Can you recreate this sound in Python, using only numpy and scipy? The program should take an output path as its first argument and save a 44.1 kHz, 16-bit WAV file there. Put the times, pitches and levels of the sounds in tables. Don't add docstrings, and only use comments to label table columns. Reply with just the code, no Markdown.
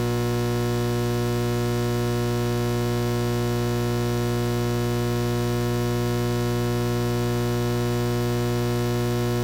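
import sys
import numpy as np
from scipy import signal
from scipy.fft import rfft, irfft, next_fast_len
from scipy.io import wavfile
from scipy.ndimage import uniform_filter1d

SR = 44100
rng = np.random.default_rng(int(sys.argv[2]) if len(sys.argv) > 2 else 0)


def transcribe(u):
    v = np.clip(np.atleast_2d(u).T, -1, 1)
    q = np.round(v * 32767).astype(np.int16)
    wavfile.write(sys.argv[1], SR, q)


N = 415863

HALF_MS = 1000 / 120
CYCLE_MS = 2 * HALF_MS


def undb(db):
    return 10 ** (np.asarray(db) / 20)


def unit(x):
    return x / np.sqrt(np.mean(x ** 2))


def band(x, hz, width_hz):
    edges = np.clip([hz - width_hz / 2, hz + width_hz / 2], 20, SR / 2 - 1000)
    return signal.sosfilt(signal.butter(2, edges, "bandpass", fs=SR, output="sos"), x)


def coloured(points):
    size = next_fast_len(N)
    hz, db = np.transpose(points)
    bins_hz = np.fft.rfftfreq(size, 1 / SR)
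    gain = undb(np.interp(np.log(bins_hz + 1), np.log(hz), db))
    white = rfft(rng.standard_normal(size))
    return unit(irfft(gain * white, size)[:N])


def walk(rate_hz):
    hold = int(SR / rate_hz)
    levels = np.repeat(rng.standard_normal(N // hold + 1), hold)
    slewed = uniform_filter1d(uniform_filter1d(levels, hold), hold)
    return unit(slewed[:N])


def fold(clock, at, period, lead):
    turn = np.floor((clock - at + lead) / period)
    return clock - at - turn * period, turn.astype(int) + 2


def near(clock, at, width):
    since, turn = fold(clock, at, CYCLE_MS, HALF_MS)
    place = np.flatnonzero(np.abs(since) < 5 * width)
    return place, since[place], turn[place]


def bell(since, width):
    return np.exp(-.5 * (since / width) ** 2)


def mains_clock():
    # time_s, frequency_hz
    mains = [(0, 59.9995), (2, 60.002), (4.1, 60.0035), (5.1, 60.0063), (6.1, 60.0088), (6.6, 60.010),
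             (9.5, 60.0102)]
    start_cycle = .015
    wander_ms, tremble_ms = .002, .002
    frequency_hz = np.interp(np.arange(N) / SR, *np.transpose(mains))
    cycles = start_cycle + np.cumsum(frequency_hz) / SR
    return CYCLE_MS * cycles + wander_ms * walk(1.2) + tremble_ms * walk(150)


def loads(clock):
    # on_ms, off_ms, rise_ms (tanh time constant), first_half_level, second_half_level, share_left_at_off
    conduction = [(0.225, 0.923, 0.096, 0.027, 0.035, 0.63), (1.059, 2.092, 0.15, -0.13, -0.089, 1.216),
                  (2.087, 2.471, 0.013, -0.088, -0.0066, 0.39), (2.214, 4.388, 0.012, -0.022, 0.032, -0.24),
                  (4.403, 6.598, 0.029, 0.14, 0.12, 0.11), (4.43, 4.728, 0.028, 0.0042, 0.0062, 0.85),
                  (5.027, 6.275, 0.043, 0.0061, 0.045, 0.48), (6.579, 7.733, 0.1, -0.067, -0.045, 0.79),
                  (7.432, 7.684, 0.033, 0.019, 0.0023, 1.28)]
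    fall_ms = 0.011
    leak, leak_crest_ms = 0.012, 7.3
    grid = np.linspace(0, CYCLE_MS, 6001)
    cycle = leak * np.cos(np.pi * (grid - leak_crest_ms) / HALF_MS)
    for on, off, rise, first, second, left in conduction:
        since, turn = fold(grid, on, HALF_MS, 2)
        gate = (np.tanh(since / rise) - np.tanh((since - off + on) / fall_ms)) / 2
        droop = 1 - (1 - left) * np.clip(since / (off - on), 0, 1)
        level = np.where(turn % 2, second, first)
        cycle = cycle + gate * droop * level
    return np.interp(clock % CYCLE_MS, grid, cycle)


def spikes(clock):
    # place_ms, height (before scatter)
    commutation = [(1.364, -0.037), (1.48, -0.04), (2.211, -0.054), (6.787, 0.063), (9.697, -0.0076),
                   (9.813, -0.01), (10.049, -0.025), (10.324, -0.035), (10.544, -0.094), (11.407, -0.024),
                   (11.521, -0.017), (14.11, 0.0086), (14.511, 0.039)]
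    width_ms, tremble_ms, scatter_db = .033, .003, .6
    out = np.zeros(N)
    for at, height in commutation:
        place, since, turn = near(clock, at, width_ms)
        late, size = rng.standard_normal((N // 400, 2))[turn].T
        pulse = bell(since - tremble_ms * late, width_ms)
        out[place] += height * undb(scatter_db * size) * pulse
    return out


def hum_width(hum):
    # centre_hz, width_hz, share_db, lag_ms
    opposed_band = (142, 104, -25, 1.5)
    hz, width_hz, share_db, lag_ms = opposed_band
    return undb(share_db) * np.roll(band(hum, hz, width_hz), int(lag_ms * SR / 1000))


def screen():
    # place_ms, relative_level from then on
    frame_steps = [(.25, .0010), (4.45, -.0024), (8.0, -.0005), (10.40, .0052), (11.97, -.0080),
                   (12.62, -.0024), (13.13, .0010), (16.07, .0038)]
    frame_hz, gain_db = 60.0222, 0.5
    overshoot, overshoot_hz = 0.7, 2050
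    at, level = np.transpose(frame_steps)
    ms = np.arange(N) / SR % (1 / frame_hz) * 1000
    steps = uniform_filter1d(level[np.searchsorted(at, ms) - 1], size=3)
    edges = signal.lfilter(*signal.butter(1, overshoot_hz, "high", fs=SR), steps)
    return undb(gain_db) * (steps + overshoot * edges)


def tone_bursts(clock, rows, slip):
    scatter_db, detune_share = .8, .008
    out = np.zeros(N)
    for at, length, hz, db in rows:
        place, since, turn = near(clock, at, length)
        turns, size, detune = rng.standard_normal((N // 400, 3))[turn].T
        phase = hz * (1 + detune_share * detune) * since / 1000 + slip * turns
        level = undb(db + scatter_db * size)
        out[place] += level * bell(since, length) * np.cos(2 * np.pi * phase)
    return out


def ticks(clock):
    # place_ms, peak_db (before scatter)
    tick_places = [(2.13, -41.5), (4.42, -44), (7.72, -48), (9.72, -42), (10.06, -36), (10.5, -40),
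                   (14.11, -43.5), (16.06, -48)]
    tick_hz, width_ms = 12500, .08
    return tone_bursts(clock, [(at, width_ms, tick_hz, db) for at, db in tick_places], slip=.08)


def whistles(clock):
    # place_ms, width_ms, pitch_hz, peak_db (before scatter)
    supply_tones = [(1.17, .20, 14950, -33.5), (3.8, .45, 14800, -50), (7.1, .40, 13000, -52),
                    (11.9, .19, 13450, -41), (13.3, .45, 13700, -52), (15.7, .30, 14500, -49)]
    return tone_bursts(clock, supply_tones, slip=3)


def flares(clock):
    # place_ms, width_ms, centre_hz, bandwidth_hz, rms_db at the peak
    charging = [(10.2, 0.79, 1500, 1200, -45), (9.2, 0.057, 1300, 3000, -38), (10.8, 0.83, 7400, 8600, -43),
                (1.27, 0.36, 3100, 4900, -39.5), (7.0, 0.46, 2500, 4000, -51)]
    out = 0
    for at, length, hz, width_hz, db in charging:
        since, _ = fold(clock, at, CYCLE_MS, HALF_MS)
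        noise = unit(band(rng.standard_normal(N), hz, width_hz))
        out = out + undb(db) * bell(since, length) * noise
    return out


def hiss():
    # frequency_hz, relative_level_db (per Hz)
    common_spectrum = [(25, -3), (100, -1), (350, -3), (800, -5), (1600, -6), (2500, -11), (6000, -14),
                       (11000, -14.5), (15500, -13.5)]
    # frequency_hz, relative_level_db (per Hz)
    opposed_spectrum = [(25, -10), (150, 15), (500, 8.5), (1100, -20.5), (2300, -13.5), (5000, -20.5),
                        (9000, -5), (12000, -6), (15500, -12)]
    common_db, opposed_db = -46.5, -55
    return undb(common_db) * coloured(common_spectrum), undb(opposed_db) * coloured(opposed_spectrum)


def scene():
    clock = mains_clock()
    hum = loads(clock) + spikes(clock)
    common_hiss, opposed_noise = hiss()
    apart = hum_width(hum) + opposed_noise
    buzz = screen() + ticks(clock) + whistles(clock) + flares(clock)
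    common = hum + buzz + common_hiss
    return np.array([common + apart, common - apart])


def record(dry):
    top_hz = 15790
    dry = dry - np.mean(dry, axis=1, keepdims=True)
    return signal.sosfiltfilt(signal.ellip(10, .1, 45, top_hz, fs=SR, output="sos"), dry)


dry = scene()
out = record(dry)
transcribe(out)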